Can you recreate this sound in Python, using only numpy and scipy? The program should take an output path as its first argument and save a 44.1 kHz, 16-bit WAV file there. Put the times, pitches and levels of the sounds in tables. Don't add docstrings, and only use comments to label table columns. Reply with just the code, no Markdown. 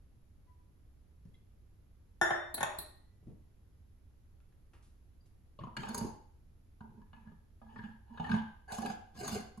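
import sys
import numpy as np
from scipy import signal
from scipy.fft import rfft, irfft
from scipy.io import wavfile

SR = 44100
rng = np.random.default_rng(int(sys.argv[2]) if len(sys.argv) > 2 else 0)


def unload_wav(signal):
    wavfile.write(
        sys.argv[1],
        SR,
        np.round(np.clip(np.atleast_2d(signal).T, -1, 1) * 32767).astype(np.int16),
    )


N = 423360
AGE = np.arange(SR) / SR
TIME = np.arange(N) / SR

# (time [s], thud [dB], lower hollow note [dB], upper hollow note [dB], rim [dB], tick [dB])
DISH_KNOCKS = [(5.588, -61.5, -50.5, -73, -63, -81), (5.635, -53, -46, -68, -65, -79),
               (5.67, -58, -49, -70, -92, -93), (5.766, -54.5, -47, -41.5, -45, -51),
               (5.832, -56, -43.5, -50, -52.5, -67), (5.869, -60, -52, -52, -58, -80),
               (5.887, -49, -48, -48.5, -65, -53.5), (5.944, -60, -43, -48, -62, -41),
               (5.977, -45.5, -54, -66, -54.5, -43), (6.008, -42, -46.5, -55.5, -62, -75),
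               (6.806, -54, -54, -73, -74.5, -86), (6.839, -60, -57, -80, -99, -99),
               (7.015, -59.5, -65, -71.5, -84, -94), (7.13, -66, -59, -60.5, -67, -95),
               (7.164, -65.5, -62.5, -82, -79, -94), (7.271, -58.5, -64, -66, -81, -97),
               (7.315, -61.5, -71, -72, -82, -98), (7.615, -69, -56, -64.5, -80, -89),
               (7.759, -60, -53.5, -53.5, -79, -86), (7.789, -52.5, -54, -51.5, -68, -92),
               (7.837, -47.5, -73, -53.5, -66.5, -80), (8.174, -78, -55, -50.5, -61.5, -83),
               (8.197, -41.5, -36.5, -52, -55, -69), (8.242, -66, -54, -46, -63, -82),
               (8.292, -47, -47, -45.5, -56, -68), (8.313, -42, -54, -36, -47, -62),
               (8.339, -37, -41, -44.5, -56, -74), (8.720, -56, -42, -62, -53.5, -48.5),
               (8.783, -42.5, -43, -69, -59, -53.5), (8.818, -51.5, -49, -49, -58, -57.5),
               (8.858, -60, -43.5, -44.5, -49, -53), (8.899, -52.5, -39.5, -58, -56, -58),
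               (9.277, -82, -44.5, -49, -53, -42.5), (9.574, -51.5, -59, -75, -81, -66.5)]
# (time [s], swell [s], hold [s], judder [dB], lower hollow note [dB],
# upper hollow note [dB], rim [dB], grit [dB], pressure [0-1])
DISH_SLIDES = [(5.775, 0.014, 0.18, -47, -52, -59, -58.5, -60, 0.43),
               (5.885, 0.09, 0.075, -42, -45.5, -61.5, -76, -54, 0.9),
               (6.815, 0.01, 0.15, -55, -70, -95, -91, -99, 0.46),
               (7.131, 0.005, 0.021, -75, -65, -74, -69, -85, 0.15),
               (7.183, 0.0072, 0.11, -55, -69.5, -72, -86, -100, 0.02),
               (7.617, 0.18, 0.075, -52, -58.5, -62.5, -66.5, -78.5, 0.03),
               (8.056, 0.18, 0.025, -50, -56, -58.5, -65, -80, 0),
               (8.194, 0.15, 0.011, -33.5, -41.5, -51, -48.5, -62.5, 0.02),
               (8.675, 0.0031, 0.0076, -62, -37.5, -36, -54, -54, 0),
               (8.711, 0.0037, 0.02, -71, -47.5, -52, -48, -45, 0.67),
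               (8.76, 0.014, 0.13, -41, -43, -49.5, -55, -56.5, 0.92),
               (9.136, .14, 0.086, -40.5, -44.5, -47, -48, -46, 0.86)]
# (frequency [Hz], width [Hz], gain [dB])
DISH_RESONANCES = [(108.7, 15, 3), (165, 30, 9), (222.2, 15.5, 24.5), (525, 270, -1), (1060, 90, 2.5),
                   (1208, 100, -5), (2570, 75, -17), (2930, 190, 5), (3530, 120, -2), (4470, 90, 11),
                   (4770, 82, 4), (5120, 280, 1), (6594, 27, 18.5), (6680, 280, 2.5), (7340, 86, 9)]
# (time [s], lower note [Hz], upper note [Hz], strength [dB])
GAP_NOTES = [(5.59, 1140, 1793, -18), (5.66, 940, 1670, -8), (5.8, 858, 1670, -2.5), (6.8, 893, 1655, 1),
             (7.8, 882, 1704, 0), (8.24, 860, 1653, 2), (8.32, 864, 1667, -0.5), (8.73, 807, 1616, -0.5),
             (9.0, 790, 1626, 1), (9.15, 800, 1630, -2), (9.28, 766, 1570, -7), (9.5, 714, 1580, -4)]
# (width [Hz], gain [dB])
GAP_RESONANCES = [(150, 14), (140, 19)]
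# (frequency [Hz], ...)
DISH_BORDERS = (450, 1300, 2100, 3800)
# (frequency [Hz], level [dB])
GLAZE_TOUCH = [(50, -9.5), (110, 6), (240, 2), (330, -8.5), (550, -7.5), (850, -4), (1200, -5),
               (1430, -4.5), (1650, -13), (2200, -12.5), (3200, -10), (4600, -14.5), (5800, -15.5),
               (7500, -15), (10500, -17.5), (15000, -21)]
# (frequency [Hz], level [dB])
GLAZE_GRIND = [(50, -13), (230, -2), (330, 8.5), (500, 4.5), (650, 2), (950, 2.5), (1350, -9.5), (2600, -1),
               (4600, -4.5), (5800, 0), (7500, -5.5), (10500, -9.5), (13000, -5.5), (15000, -15)]

# (time [s], crack peak [dB], thud [dB], clang [dB], tick [dB],
# free ring against counter thump [dB], how flat the base lies [0-1])
PAN_CONTACTS = [(2.214, -13, -41, -24, -38.5, 8.5, 0.03), (2.3061, -22.5, -44.5, -29, -57, -7.5, 0.03),
                (2.579, -31, -52.5, -44.5, -77.5, -13, 0.77), (2.607, -25, -48.5, -34, -48, -13, 1),
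                (2.6301, -16, -55, -34, -38.5, -22.5, 1)]
# (frequency [Hz], level [dB], t60 [s])
PAN_RING = [(349, 4, .33), (630, -2, .55), (931, -15, .6), (1195, -16, .7), (1448, -3, .25), (1502, -8, .6),
            (1647, -8, .45), (1756, 8, .55), (1795, -8, .45), (1880, -9, 1.1), (1943, -15, .45),
            (2061, -13, .6), (3591, -3, .52), (5537, -4, .45), (6013, -20, .38), (6794, -8, .4),
            (7130, -22, .3), (8204, -5, .42), (9986, -14, .3), (10710, -28, .35), (12300, -20, .25)]
# (frequency [Hz], level [dB])
PAN_WEAK_MODES = [(100, -42), (250, -24), (400, -13), (700, -7), (1100, -8), (1450, -1.5), (1820, 2),
                  (2000, -10), (2300, -22), (3000, -24), (3600, -14), (4200, -47), (5000, -29), (7000, -24),
                  (9000, -32), (10500, -31), (13000, -44), (16000, -58)]
# (frequency [Hz], level [dB])
COUNTER_CONTACT = [(50, -17.5), (110, 0.5), (220, -13), (450, -11.5), (620, 9.5), (800, 3), (1000, -4.5),
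                   (1200, -2.5), (1550, 0), (2300, -7), (3300, -12.5), (3650, -5.5), (4100, -33.5),
                   (5200, -26.5), (6400, -20), (6850, -8), (7300, -27.5), (10500, -22), (16000, -36.5)]
# (frequency [Hz], ...)
BLOW_BORDERS = (400, 3500)

# (time [s], tick peak [dB], ring [dB], pitch of the contact [Hz])
FUNNEL_TAPS = [(2.542, -13, -41.5, 11010), (2.786, -18.5, -45.5, 9800)]
# (frequency [Hz], level [dB], t60 [s])
FUNNEL_RING = [(4040, -2, .12), (4150, -6, .26), (4260, -6, .24), (4420, -10, .2), (5250, -17, .25),
               (6050, -16, .25), (7720, -5, .24), (9211, -5, .2), (9700, -10, .15), (10120, -8, .2),
               (11020, -5, .16), (11250, -4, .2), (11600, -6, .16), (14580, -14, .2), (15430, -13, .18)]
# (frequency [Hz], level [dB])
FUNNEL_CONTACT = [(500, 2.5), (3000, -18), (4200, 9), (5200, -18), (6500, -24.5), (8000, 5.5), (11000, -9),
                  (13000, -26.5), (16000, 11)]

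# (time [s], thud [dB], knock [dB], tick [dB], t60 [s])
SOFT_BUMPS = [(1.252, -56, -81, -83, 0.13), (1.282, -66, -90, -87, .22), (1.337, -89, -90, -82.5, .15),
              (3.228, -61.5, -87, -88, 0.24), (3.268, -51, -79.5, -85, 0.26),
              (3.296, -57.5, -89, -90, 0.24), (4.402, -86, -78, -88, .04), (4.524, -85, -81, -89, 0.043),
              (4.734, -69, -66, -75, 0.26), (4.826, -79, -82, -72.5, .4), (5.258, -91, -91, -77, .1),
              (5.603, -48, -62, -86, 0.3), (5.776, -46.5, -72, -80, .22), (6.008, -44.5, -78, -85, 0.32),
              (9.152, -62, -71, -87, 0.19)]
# (frequency [Hz], level [dB])
SOFT_CONTACT = [(40, -8), (110, 8.5), (250, -8.5), (600, -13), (1500, -9), (3500, -18.5), (11000, -20.5),
                (16000, -39)]
# (time [s], starting pitch [Hz], peak [dB], length [s])
KITCHENWARE_PINGS = [(0.466, 1004, -62, 0.073), (0.472, 1990, -77.5, 0.037), (1.341, 2086, -68, 0.018),
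                     (1.345, 2720, -78, .008), (1.342, 3370, -63.5, 0.0057), (1.351, 3900, -69, .006),
                     (5.205, 4770, -68.5, 0.015), (5.794, 3145, -49, 0.023), (5.895, 4390, -51, 0.03),
                     (5.982, 4710, -45, 0.015)]

# (frequency [Hz], density [dB per Hz, relative])
AIR_COLOUR = [(20, -4.5), (45, -5), (72, 1.5), (150, -13.5), (357, -22), (600, -30.5), (1260, -35.5),
              (3070, -41), (7500, -44), (9700, -50), (11500, -42.5), (13000, -44), (16000, -63.5)]
# (frequency [Hz], level [dB])
FRIDGE_HUM = [(32.3, -69), (63, -69), (95, -72), (11278, -103)]
# (frequency [Hz], t60 [s])
WALL_DECAY = [(200, .36), (450, .52), (1500, .54), (4000, .53), (8000, .42), (11500, .33), (14000, .14)]
# (frequency [Hz], level [dB])
WALL_COLOUR = [(100, -2), (220, -0.5), (450, -1), (900, 3), (2000, -1), (5000, -4), (12000, -3.5)]
# (frequency [Hz], side minus mid [dB])
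ROOM_WIDTH = [(60, -16.5), (200, -10.5), (400, -4.5), (800, -1.5), (1400, -1.5), (15000, 3)]
# (frequency [Hz], level [dB])
MIC_MID = [(30, 0), (7000, -2.5), (7900, -5.5), (8700, -16.5), (9500, 5), (11000, 5), (12000, -1),
           (13200, -12.5), (14500, -4), (16000, -7)]
# (frequency [Hz], level [dB])
MIC_SIDE = [(30, 5.5), (7000, -4.5), (8700, 4), (9600, -1), (10600, -8.5), (12000, -4), (13200, -1.5),
            (14500, -6), (16000, -4)]

BRIGHTENING = 0.35
CONTACT_S = 0.0006
SWELL_DB, GRIT_SWELL_DB = 6, 12.5
TOUCH_S, JUDDER_LAG_S = 0.027, 0.1
STOP_S = 0.038
CATCH_S, CATCH_DB = 0.013, 1.5
HANDOVER_S = 0.035
WOBBLE, WOBBLE_S = 0.033, 0.0213
SEATED_RISE, SEATED_HZ = 0.082, 2480
AIR_DB = -61
TOP_HZ = 15900


def dish_knocks(path):
    out = np.zeros((2, N))
    for s, *levels_db in DISH_KNOCKS:
        tilt = BRIGHTENING * (levels_db[-1] - levels_db[-2])
        contact = [(hz, db + tilt * max(np.log2(hz / DISH_BORDERS[-1]), 0)) for hz, db in GLAZE_TOUCH]
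        force = burst(contact, t60=0.021) * (1 - np.exp(-AGE / CONTACT_S))
        body = air_gap(rim(force, detune=0.012, scatter_db=5.0), s)
        add(out, s, blow(body, path, levels_db, DISH_BORDERS))
    return out


def dish_slides(path):
    out = np.zeros((2, N))
    path_gain = rms(path) * np.sqrt(SR)
    for s, swell_s, hold_s, *levels_db, pressure in DISH_SLIDES:
        judder = push(swell_s, hold_s, SWELL_DB, JUDDER_LAG_S)
        rub = push(swell_s, hold_s, SWELL_DB)
        grit = push(swell_s, hold_s, GRIT_SWELL_DB)
        parts = registers(air_gap(stick_slip(pressure), s), DISH_BORDERS)
        slide = 0
        for part, db, strength in zip(parts, levels_db, [judder, rub, rub, grit, grit]):
            slide = slide + undb(db) * part / rms(part) * strength[:len(part)]
        add(out, s, heard(slide, path) / path_gain)
    return out


def stick_slip(pressure, slips_per_s=1000, spread_db=3.5, count=4):
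    pressure, out = np.clip(pressure, 0, 1), 0
    jerks = undb(CATCH_DB * rng.standard_normal(SR)[(AGE / CATCH_S).astype(int)])
    sizes = jerks * undb(spread_db * np.minimum(rng.exponential(size=SR), 3))
    signs = rng.choice([-1, 1], SR)
    slips = sizes * signs * (rng.random(SR) < slips_per_s / SR)
    touching = (AGE / HANDOVER_S).astype(int) % count
    for point in range(count):
        touch = np.sqrt(1 - pressure) * burst(GLAZE_TOUCH, t60=0.0087)
        grind = np.sqrt(pressure) * burst(GLAZE_GRIND, t60=0.014)
        response = rim(touch + grind, detune=0.017, scatter_db=2.0)
        out = out + irfft(rfft(slips * (touching == point)) * rfft(response))
    return out


def push(swell_s, hold_s, rise_db, lag_s=0):
    speed = np.minimum(AGE / max(swell_s, .005), 1)
    grip = 1 - np.exp(-AGE / (TOUCH_S + lag_s))
    rest = np.exp(-np.maximum(AGE - swell_s - hold_s, 0) / STOP_S)
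    return undb(rise_db * (speed - 1)) * grip * rest


def rim(force, detune, scatter_db):
    hz = np.fft.rfftfreq(len(force), 1 / SR)
    chance = rng.standard_normal((len(DISH_RESONANCES), 2))
    response = 1
    for (f, width, db), (bend, weight) in zip(DISH_RESONANCES, chance):
        centre = f * (1 + detune * bend)
        response = response + undb(db + scatter_db * weight) / (1 + 2j * (hz - centre) / width)
    return irfft(rfft(force) * response)


def air_gap(sound, s):
    x = sound[:SR * 2 // 3]
    age = AGE[:len(x)]
    times, *notes, strength_db = np.transpose(GAP_NOTES)
    strength_now_db = np.interp(s, times, strength_db)
    out = x
    for note, (width, db) in zip(notes, GAP_RESONANCES):
        wobble = np.interp(age / WOBBLE_S, np.arange(200), rng.standard_normal(200))
        hz = np.interp(s + age, times, note) * (1 + WOBBLE * wobble)
        turn = np.exp(2j * np.pi * np.cumsum(hz) / SR)
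        pole = np.exp(-np.pi * width / SR)
        smooth = signal.lfilter([(1 - pole) ** 2], [1, -2 * pole, pole ** 2], x / turn)
        out = out + 2 * undb(db + strength_now_db) * np.real(turn * smooth)
    return out


def saucepan():
    out = np.zeros((2, N))
    path = kitchen(lag_ms=0.19, pan_db=1.0, wet_db=-2.5, early_db=0.5)
    for s, peak_db, thud_db, clang_db, tick_db, free_db, flat in PAN_CONTACTS:
        modes = [(hz * (1 + flat * SEATED_RISE / (1 + (hz / SEATED_HZ) ** 2)), db, t60)
                 for hz, db, t60 in PAN_RING]
        strong = ring(modes, scatter_db=1.7, detune=0.0006, count=2)
        steel = strong + undb(9.5) * burst(PAN_WEAK_MODES, t60=0.33)
        thump = undb(15.5) * burst(COUNTER_CONTACT, t60=0.0293)
        add(out, s, blow(undb(free_db) * steel + thump, path, [thud_db, clang_db, tick_db]))
        add(out, s, crack(COUNTER_CONTACT, 0.015, path, peak_db, chatter_db=-7.5))
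    return out


def funnel():
    out = np.zeros((2, N))
    path = kitchen(lag_ms=.03, pan_db=-0.5, wet_db=9.0, early_db=13.0)
    for s, peak_db, ring_db, contact_hz in FUNNEL_TAPS:
        modes = [(hz, db + 7 * np.exp(-((hz - contact_hz) / 700) ** 2), t60) for hz, db, t60 in FUNNEL_RING]
        steel = ring(modes, scatter_db=6.5, detune=0.008, count=3)
        body = steel + undb(-4.5) * burst(FUNNEL_CONTACT, t60=0.012)
        tick = crack(FUNNEL_CONTACT, 0.026, path, peak_db)
        add(out, s, attack(heard(body, path), ring_db) + tick)
    return out


def handling():
    out = np.zeros((2, N))
    path = kitchen(lag_ms=.05, pan_db=0.0, wet_db=-4.5, early_db=-14.5)
    for s, *levels_db, t60 in SOFT_BUMPS:
        add(out, s, blow(burst(SOFT_CONTACT, t60), path, levels_db))
    open_path = kitchen(lag_ms=.05, pan_db=-1.0, wet_db=-4.5, early_db=-3.0)
    for s, hz, db, length in KITCHENWARE_PINGS:
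        swell = np.sin(np.pi * np.minimum(AGE / length, 1))
        tone = swell * np.sin(2 * np.pi * hz * AGE * (1 - 0.21 * AGE))
        x = heard(tone, open_path)
        add(out, s, x * undb(db) / np.abs(x).max())
    return out


def room_tone(pan_db=-1.0):
    air = np.array([colour(channel, AIR_COLOUR) for channel in diffuse(N + SR)])[:, SR:]
    hum = 0
    for hz, db in FRIDGE_HUM:
        hum = hum + np.sqrt(2) * undb(db) * np.sin(2 * np.pi * (hz * TIME + rng.random()))
    return (air * undb(AIR_DB) / rms(air) + hum) * balance(pan_db)


def kitchen(lag_ms, pan_db, wet_db, early_db):
    hz, field = np.fft.rfftfreq(SR, 1 / SR), rfft(diffuse(SR))
    centres = [f for f, _ in WALL_DECAY]
    tail = 0
    for own, (_, t60) in zip(np.eye(len(centres)), WALL_DECAY):
        tail = tail + irfft(field * along(list(zip(centres, own)), hz)) * fade(t60)
    tail = np.array([colour(channel, WALL_COLOUR) for channel in tail]) * (1 - np.exp(-AGE / 0.0018))
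    early = diffuse(SR) * fade(0.037) * (1 - np.exp(-AGE / 0.00021))
    path = (undb(wet_db) * tail / rms(tail) + undb(early_db) * early / rms(early)) / np.sqrt(SR)
    path[0, 0] += 1
    path[1, int(abs(lag_ms) * SR / 1000)] += 1
    return path * balance(pan_db)


def diffuse(size):
    mid, side = rfft(rng.standard_normal((2, size)))
    share = undb(along(ROOM_WIDTH, np.fft.rfftfreq(size, 1 / SR)))
    return irfft(np.array([mid + share * side, mid - share * side]) / np.sqrt(1 + share ** 2), size)


def blow(body, path, levels_db, borders=BLOW_BORDERS):
    lengths = [.08] + [.027] * len(borders)
    parts = registers(heard(body, path), borders)
    return sum(attack(part, db, length) for part, db, length in zip(parts, levels_db, lengths))


def crack(points, t60, path, peak_db, chatter_db=-3):
    snap, chatter = colour(signal.unit_impulse(SR), points), burst(points, t60)
    x = heard(snap / rms(snap) + undb(chatter_db) * chatter / rms(chatter), path)
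    return x * undb(peak_db) / np.abs(x).max()


def ring(modes, scatter_db, detune, count=1):
    partials = np.repeat(np.array(modes, float), count, axis=0)
    chance = rng.standard_normal((len(partials), 2))
    signs = np.repeat(rng.choice([-1, 1], len(modes)), count)
    out = np.zeros(SR)
    for (hz, db, t60), (weight, bend), sign in zip(partials, chance, signs):
        age = AGE[:int(2 * t60 * SR)]
        strength = sign * undb(db + scatter_db * weight) * np.exp(-np.log(1000) * age / t60)
        out[:len(age)] += strength * np.sin(2 * np.pi * hz * (1 + detune * bend) * age)
    return out / np.sqrt(count)


def burst(points, t60):
    envelope = fade(t60)
    x = colour(rng.standard_normal(SR) * envelope, points)
    return x * rms(envelope) / rms(x)


def attack(x, db, length=0.037):
    return x * undb(db) / rms(x[:, :int(length * SR)])


def heard(x, path):
    return signal.fftconvolve(x[None], path, axes=1)[:, :len(x)]


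def add(out, s, sound):
    i = int(s * SR)
    out[:, i:i + sound.shape[1]] += sound[:, :N - i]


def registers(x, borders):
    cuts = [(borders[0], "low")]
    cuts += [(pair, "band") for pair in zip(borders, borders[1:])]
    cuts += [(borders[-1], "high")]
    return [signal.sosfilt(signal.butter(3, hz, kind, fs=SR, output="sos"), x + 1e-18) for hz, kind in cuts]


def colour(x, points, size=4096):
    cepstrum = irfft(np.log(undb(along(points, np.fft.rfftfreq(size, 1 / SR)))))
    cepstrum[1:size // 2] *= 2
    cepstrum[size // 2 + 1:] = 0
    return signal.fftconvolve(x, irfft(np.exp(rfft(cepstrum))))[:len(x)]


def along(points, hz):
    f, value = np.transpose(points)
    return np.interp(np.log(np.maximum(hz, 1)), np.log(f), value)


def fade(t60):
    return np.exp(-np.log(1000) * AGE / t60)


def balance(pan_db):
    return undb(np.array([[pan_db], [-pan_db]]) / 2)


def undb(db):
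    return 10 ** (np.asarray(db) / 20)


def rms(x):
    return np.sqrt(np.mean(x ** 2)) + 1e-12


def scene():
    tray = kitchen(lag_ms=.05, pan_db=0.0, wet_db=-2.0, early_db=4.5)
    return room_tone() + saucepan() + funnel() + dish_knocks(tray) + dish_slides(tray) + handling()


def record(dry):
    mid = colour((dry[0] + dry[1]) / 2, MIC_MID)
    side = colour((dry[0] - dry[1]) / 2, MIC_SIDE)
    edge = signal.ellip(8, .2, 70, TOP_HZ, fs=SR, output="sos")
    return signal.sosfilt(edge, np.array([mid + side, mid - side]))


dry = scene()
out = record(dry)
unload_wav(out)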